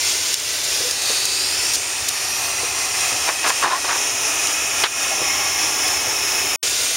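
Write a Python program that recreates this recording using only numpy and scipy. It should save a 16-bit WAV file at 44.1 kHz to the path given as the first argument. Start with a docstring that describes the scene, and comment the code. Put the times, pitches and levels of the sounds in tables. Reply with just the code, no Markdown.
"""Window seat in a parked airliner

Air conditioning hisses as shaped noise, over a low duct rumble of filtered noise and faint, unsteady fan tones.
A hand-held camera moves from the seat into a window recess, whose resonances and echoes colour the hiss.
Impacts and tiny slips ring its housing, its grip, the trim and the pane; gliding tones squeak.
Its gain control ducks at loud sounds, and it pauses for an instant before it resumes back at the seat."""
import sys
import numpy as np
from scipy import signal
from scipy.fft import rfft, irfft, next_fast_len
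from scipy.io import wavfile
from scipy.ndimage import uniform_filter1d, map_coordinates

SR = 44100
rng = np.random.default_rng(int(sys.argv[2]) if len(sys.argv) > 2 else 0)


def dump_mix(stems):
    """Bounce the given channels to the path in sys.argv[1] as a 16-bit WAV at rate SR."""
    frames = np.atleast_2d(stems).T  # one column per channel
    limited = np.clip(frames, -1, 1)  # hard clip at full scale
    pcm = np.round(limited * 32767).astype(np.int16)
    wavfile.write(sys.argv[1], SR, pcm)


N = 306936

# The microphone's path from the seat to the window and back. Each row: time in seconds, relative hiss
# level in dB, depth into the window recess (0-1), closeness to the pane (0-1).
MICROPHONE_PATH = [(0, -20, .02, 0.2), (.55, -20.5, 0.08, 0.16), (.85, -20, 0, 0.3), (.95, -22, 0.26, .12),
                   (1.35, -19.5, 0.26, .1), (1.85, -22, .72, 0.22), (2.6, -21, 0.94, 0.2),
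                   (3.7, -19.5, 0.88, .2), (4.05, -20, 0.88, .42), (5.05, -18.5, 0.84, 0.46),
                   (5.25, -19, 0.91, .85), (6.55, -20.5, 0.83, 1), (6.63, -19, 0.04, .3)]


def amp(db):
    """Amplitude factor of a level in dB."""
    return 10 ** (np.asarray(db) / 20)


def unit(x):
    """x scaled to an RMS of 1."""
    return x / np.sqrt(np.mean(x ** 2) + 1e-20)


def along(points, hz):
    """(Hz, value) points, interpolated on a log frequency axis."""
    point_hz, values = np.transpose(points)
    return np.interp(np.log(hz + 1), np.log(point_hz + 1), values)


def curves(rows, t):
    """Each column after the time, read at times t."""
    times, *columns = np.transpose(rows)
    return [np.interp(t, times, column) for column in columns]


def wobble(rate):
    """A smooth random curve, rate knots a second."""
    knots = rng.standard_normal(int(N * rate / SR) + 4)
    return map_coordinates(knots, [np.arange(N) * rate / SR])


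def filtered(x, response):
    """x passed through a response given as a function of frequency."""
    size = next_fast_len(N + SR // 2)
    spectrum = rfft(x, size) * response(np.fft.rfftfreq(size, 1 / SR))
    return irfft(spectrum, size)[..., :N]


def bell(hz, centre_hz, width):
    """A Gaussian bump of height 1 around a frequency; width is its standard deviation."""
    return np.exp(-.5 * ((hz - centre_hz) / width) ** 2)


def resonances(modes, hz):
    """dB gain of a set of peaks and hollows."""
    return sum(db * bell(hz, centre, width) for centre, width, db in modes)


def echo(hz, seat_ms, deep_ms, depth):
    """Response of a reflection whose delay shrinks as the microphone moves in."""
    delay_ms = seat_ms + (deep_ms - seat_ms) * depth
    return np.exp(-2j * np.pi * hz * delay_ms / 1000)


def gap_colour(hz, depth, close):
    """dB colour of the gap between camera and trim: closing changes its bands, pressing flattens its rings."""
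    # Rings of the open gap. Each row: centre in Hz before flattening, width in Hz, gain in dB before scaling.
    gap_modes = [(5760, 330, 5), (9100, 540, 4)]
    # A lost band and gained bands as the gap closes. Each row: centre in Hz, width in Hz, full gain in dB.
    closing_modes = [(4400, 340, -5.5), (6170, 760, 2), (10600, 280, 0.5)]
    shut_from, shut_at = 0.32, .34  # closeness at which closing starts and is complete
    press_from, press_flattens = 0.75, .08  # closeness where the rings start to go flat; share at the pane
    seat_share, seat_flattens = 0.31, .06  # wide gap at the seat: strength and flattening of its rings
    treble_db, press_treble_db = -2.5, 3  # before the treble slope below; the second is gained at the pane

    shut = np.clip((close - shut_from) / (shut_at - shut_from), 0, 1)
    pressed = np.clip((close - press_from) / (1 - press_from), 0, 1)
    pitch_factor = 1 - seat_flattens * (1 - depth) - press_flattens * pressed
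    rings_db = resonances(gap_modes, hz / pitch_factor)
    ring_share = seat_share + (1 - seat_share) * depth ** 4
    treble_slope = along([(9000, 0.13), (12000, 0.92)], hz)
    treble = (treble_db + press_treble_db * pressed) * treble_slope
    return ring_share * rings_db + depth * shut * resonances(closing_modes, hz) + treble


def passing_colour(hz, t):
    """dB colour that comes and goes: bands and a comb glide up at each trim edge, a short tube rings at the pane."""
    # The camera passes an edge of the trim. Each row: start in seconds, length in seconds,
    # start pitch in Hz, end pitch in Hz, ring strength in dB before the strands scale it.
    passes = [(0.63, 0.31, 5400, 9500, 0), (0.91, 0.94, 4380, 6400, 7.5), (1.61, .42, 8400, 9200, 4.5),
              (2.08, 0.33, 5300, 5900, 3), (2.0, .58, 12000, 16000, 5.5)]
    # Broad bands that glide together. Each row: pitch over the ring's, width over the ring's pitch,
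    # strength relative to the ring.
    strands = [(.85, .04, 0.53), (1, 0.064, 0.98), (1.25, .06, -0.4), (1.85, 0.072, .35)]
    # The hollow, tube-like moment. Each row: centre in Hz, width in Hz, full gain in dB.
    tube_modes = [(1100, 110, 4), (2050, 180, 6), (3130, 180, 3.5)]
    tube_s, tube_rise_s, tube_fade_s = 5.18, 0.1, 0.44
    glide_power = 2.8  # above 1, the glide speeds up
    ripple_db, ripple_order = 1.2, 6.96  # comb depth; the ring sits near this tooth of the comb

    tube = np.interp(t - tube_s, [0, tube_rise_s, tube_rise_s + tube_fade_s], [0, 1, 0])
    colour_db = tube * resonances(tube_modes, hz)
    for start, length, start_hz, end_hz, db in passes:
        progress = np.clip((t - start) / length, 0, 1)
        ring_hz = start_hz + (end_hz - start_hz) * progress ** glide_power
        ratio = hz / ring_hz
        ripple = ripple_db * np.cos(2 * np.pi * ripple_order * ratio) * bell(ratio, 1, 0.44)
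        presence = np.sqrt(abs(np.sin(np.pi * progress)))
        colour_db = colour_db + presence * (db * resonances(strands, ratio) + ripple)
    return colour_db


def vents(echo_share=0.13, standing_db=2.0, flutter_db=0.9):
    """Turbulent air hisses: noise coloured by the surfaces near the moving microphone."""
    # Air from the vents. Each row: frequency in Hz, relative level in dB.
    vent_colour = [(190, -29), (240, -18.5), (480, -4.5), (800, -9), (1200, -10.5), (1800, -4.5),
                   (2450, -2), (3400, -1.5), (4600, 0), (7200, 1.5), (8600, -1), (10000, -7),
                   (12000, -11.5), (15800, -15)]
    # What the recess adds when fully inside. Each row: frequency in Hz, gain in dB.
    recess_colour = [(200, 6), (300, 8.5), (500, -4), (780, 9.5), (1300, 7), (1520, 3), (2100, 0),
                     (2500, 2), (2900, 0.5), (3600, -5.5), (6600, -1.5), (8600, -1), (12500, -2.5),
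                     (15000, -1)]
    # Peaks and hollows of the recess. Each row: centre in Hz, width in Hz, gain in dB before scaling.
    recess_modes = [(1000, 35, -1), (1530, 46, -4.5), (2529, 65, 7), (10000, 150, 3), (12500, 220, -3.5)]
    # The slot in front of the pane. Each row: centre in Hz, width in Hz, gain in dB at full closeness.
    pane_modes = [(417, 21, 4), (745, 260, -0.5), (2200, 96, 4), (5070, 55, -11), (5270, 150, 6.5),
                  (7630, 210, -9.5), (8690, 530, -9), (9840, 64, 7.5), (15200, 450, 1.5)]
    ring_open, ring_shut = 1.19, .95  # strength of the recess's peaks away from the pane and against it

    hz, t, noise = signal.stft(rng.standard_normal(N), SR, nperseg=2048)
    hz = hz[:, None]
    level_db, depth, close = curves(MICROPHONE_PATH, t)
    ringing = ring_open + (ring_shut - ring_open) * close
    colour_db = depth * (along(recess_colour, hz) + ringing * resonances(recess_modes, hz))
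    colour_db += close * resonances(pane_modes, hz)
    colour_db += gap_colour(hz, depth, close) + passing_colour(hz, t)

    # echoes comb the hiss; the comb rises in pitch as the microphone moves in and weakens near the pane
    wall_echo = echo(hz, 0.837, .5, depth)
    recess_echo = echo(hz, 2.24, 1.493, depth)
    echoes = (1 - depth) * wall_echo + depth * recess_echo
    comb = 1 + echo_share * (1 - close / 2) * echoes

    # the cabin's standing waves leave narrow peaks and hollows that drift slowly
    across_pitch = uniform_filter1d(rng.standard_normal(noise.shape), size=3, axis=0)
    standing = unit(uniform_filter1d(across_pitch, size=35, axis=1))
    gain = unit(amp(along(vent_colour, hz))) * comb * amp(level_db + colour_db + standing_db * standing)
    hiss = signal.istft(noise * gain, SR, nperseg=2048)[1][:N]
    return hiss * amp(flutter_db * wobble(11))


def ducts(rumble_db=-47.5):
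    """Air in the ducts rumbles: steady noise, mostly low."""
    # Rumble colour. Each row: frequency in Hz, relative level in dB.
    duct_colour = [(20, -31), (40, -28), (55, -7), (66, 0.5), (88, -0.5), (110, -1.5), (130, -2),
                   (155, -11), (190, -19.5), (300, -3.5), (600, -65)]
    rumble = unit(filtered(rng.standard_normal(N), lambda hz: amp(along(duct_colour, hz))))
    return amp(rumble_db) * rumble


def fans(fan_db=-5, pane_db=5, drift_hz=2.57, waver_db=2.0):
    """Fans hum as tones of unsteady pitch and level, stronger beside the pane."""
    # Fan tones. Each row: mean frequency in Hz, relative level in dB.
    fan_tones = [(86, -56), (312, -52.5), (383, -47), (1034, -50)]
    tones = np.zeros(N)
    for hz, db in fan_tones:
        level = amp(db + waver_db * wobble(2.6))
        pitch = hz + drift_hz * wobble(12)
        tones += level * np.sin(2 * np.pi * np.cumsum(pitch) / SR)
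    close = curves(MICROPHONE_PATH, np.arange(N) / SR)[2]
    return amp(fan_db + pane_db * close) * np.sqrt(2) * tones


def body(spectrum, size=2048):
    """Causal, minimum-phase impulse response of energy 1 with the given colour."""
    log_gain = np.log(amp(along(spectrum, np.fft.rfftfreq(size, 1 / SR))))
    cepstrum = irfft(log_gain)
    cepstrum[1:size // 2] *= 2  # fold the cepstrum to make it causal
    cepstrum[size // 2 + 1:] = 0
    response = irfft(np.exp(rfft(cepstrum)))
    return response / np.linalg.norm(response)


def contacts(rows, spectrum, grainy_db, impact_db, rise_share, t60):
    """Each contact is an impact, a slide of tiny slips and a dying rattle, ringing one body; long ones swell."""
    soften_db = 5  # the impact weakens by this with each doubling of the sliding time
    longest_rise_s = 0.0066
    t = np.arange(SR // 2) / SR
    force = np.zeros(N + SR)
    slips = unit(rng.standard_normal(N) * amp(grainy_db * wobble(600)))
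    for time, db, slide in rows:
        start = round(time * SR)
        rise = min(rise_share * slide, longest_rise_s)
        decay = amp(-60 * np.maximum(t - rise - slide, 0) / t60)
        swell = np.minimum(t / rise, 1) * decay
        force[start:start + len(t)] += amp(db) * swell * np.roll(slips, -start)[:len(t)]
        force[start] += amp(db + impact_db - soften_db * np.log2(slide / .001))
    return signal.fftconvolve(force, body(spectrum))[:N]


def ticks():
    """Fingers tick and brush on the camera housing, which rings bright and short."""
    # Each row: start in seconds, slip level in dB, sliding time in seconds.
    finger_contacts = [(.3418, -8, 0.00079), (.3992, -18, .001), (.632, -24, 0.018), (.9108, -12, 0.0008),
                       (1.020, -19, 0.0025), (1.253, -14, 0.0028), (1.732, -17.5, 0.021),
                       (2.083, -15, 0.0084), (3.47, -19, 0.028), (4.469, -21, .004), (5.879, -19, 0.0054)]
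    # Each row: frequency in Hz, relative level in dB.
    housing_colour = [(800, -25), (2500, -8), (4200, 3.5), (6800, 8), (10800, -1), (15000, -10.5)]
    return contacts(finger_contacts, housing_colour, grainy_db=1.5, impact_db=9, rise_share=.25, t60=.008)


def bumps():
    """The grip bumps dully: soft contacts ring a body with little treble."""
    # Each row: start in seconds, slip level in dB, sliding time in seconds.
    grip_contacts = [(.797, -34, 0.0068), (1.092, -29, 0.0065), (1.755, -36, 0.0087),
                     (2.627, -29.5, 0.0049), (3.118, -31, 0.018), (5.178, -30.5, .05),
                     (6.062, -28.5, 0.0073), (6.435, -33.5, .009)]
    # Each row: frequency in Hz, relative level in dB.
    grip_colour = [(30, -41), (120, 3), (200, -12), (330, 5), (520, 5.5), (800, -6.5), (2000, -38),
                   (6000, -46)]
    return contacts(grip_contacts, grip_colour, grainy_db=3, impact_db=19, rise_share=0.85, t60=0.072)


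def squeaks(rough=0.0288):
    """Rubbed plastic sings briefly on an uneven, gliding pitch."""
    # Each row: start in seconds, length in seconds, start pitch in Hz, end pitch in Hz, level in dB;
    # pitch and level waver around these.
    rubs = [(0.821, 0.069, 458, 527, -28.5), (3.623, 0.04, 1130, 980, -17), (3.711, 0.067, 1020, 1110, -16),
            (5.105, 0.046, 686, 616, -28.5)]
    t = np.arange(N) / SR
    unsteady = 1 + rough * wobble(160)
    strength = amp(2.5 * wobble(110))
    out = np.zeros(N)
    for start, length, start_hz, end_hz, db in rubs:
        progress = np.clip((t - start) / length, 0, 1)
        pitch = (start_hz + (end_hz - start_hz) * progress) * unsteady
        envelope = np.sqrt(abs(np.sin(np.pi * progress)))
        out += amp(db) * envelope * np.sin(2 * np.pi * np.cumsum(pitch) / SR)
    return out * strength


def scrapes():
    """The camera body scrapes on the window trim: grainy slips ring its midrange."""
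    # Each row: start in seconds, slip level in dB, sliding time in seconds.
    trim_contacts = [(3.274, -17.5, 0.018), (3.4412, -14.5, 0.0071), (3.461, -20, 0.016),
                     (3.489, -18, 0.015), (3.622, -16.5, 0.0098), (3.636, -13.5, 0.018),
                     (3.659, -17.5, 0.049), (3.716, -21, 0.062), (3.843, -22, 0.0066), (3.877, -23, 0.012),
                     (3.886, -22, 0.037), (3.929, -31, .006), (3.946, -25, .015)]
    # Each row: frequency in Hz, relative level in dB.
    trim_colour = [(150, -31), (350, -9), (500, -10), (680, -3.5), (930, -1), (1080, 2.5), (1230, -2.5),
                   (1700, -2.5), (2200, -8.5), (3200, -12.5), (6000, -17.5), (12000, -58)]
    return contacts(trim_contacts, trim_colour, grainy_db=3, impact_db=25, rise_share=.25, t60=.08)


def knocks():
    """A hard knock on the pane and its rebound: strong impacts ring the pane."""
    # Each row: start in seconds, slip level in dB, sliding time in seconds.
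    pane_contacts = [(4.8372, -11.5, .004), (4.8405, -16, .022)]
    # Each row: frequency in Hz, relative level in dB.
    pane_colour = [(150, -23), (450, -7), (900, -1), (1450, 2.5), (2200, 1.5), (2900, 0.5), (4200, -3),
                   (5500, -11), (12000, -29)]
    return contacts(pane_contacts, pane_colour, grainy_db=1.5, impact_db=30, rise_share=.05, t60=.05)


def scene():
    """One microphone, the same in both channels."""
    cabin = vents() + ducts() + fans()
    handling = ticks() + bumps() + squeaks() + scrapes() + knocks()
    mono = cabin + handling
    return np.array([mono, mono])


def gain_control(x, threshold_db=-15, recovery_s=0.14, attack_s=0.0051):
    """The gain drops quickly when the level passes the threshold, then eases back."""
    power = abs(uniform_filter1d(x[0] ** 2, size=128))
    excess_db = np.maximum(10 * np.log10(power + 1e-12) - threshold_db, 0)
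    fading = np.exp(-np.arange(N) / SR / recovery_s)
    held_db = np.maximum.accumulate(excess_db / fading) * fading  # peaks held, decaying exponentially
    pole = np.exp(-1 / (attack_s * SR))
    reduction_db = signal.lfilter([1 - pole], [1, -pole], held_db)
    return x * amp(-reduction_db)


def record(dry, notch_hz=7880, notch_width_hz=300, ceiling=.72, top_hz=15800):
    """The camera: a narrow notch, soft overload, gain control, a short pause and its band limit."""
    pause_start_s, pause_end_s = 6.56, 6.6288
    notched = filtered(dry, lambda hz: 1 - .96 / (1 + 1j * (hz - notch_hz) / notch_width_hz))
    overloaded = notched / (1 + (notched / ceiling) ** 6) ** (1 / 6)
    t = np.arange(N) / SR
    running = (t < pause_start_s) | (t > pause_end_s)
    return filtered(gain_control(overloaded) * running, lambda hz: hz < top_hz)


dry = scene()
out = record(dry)
dump_mix(out)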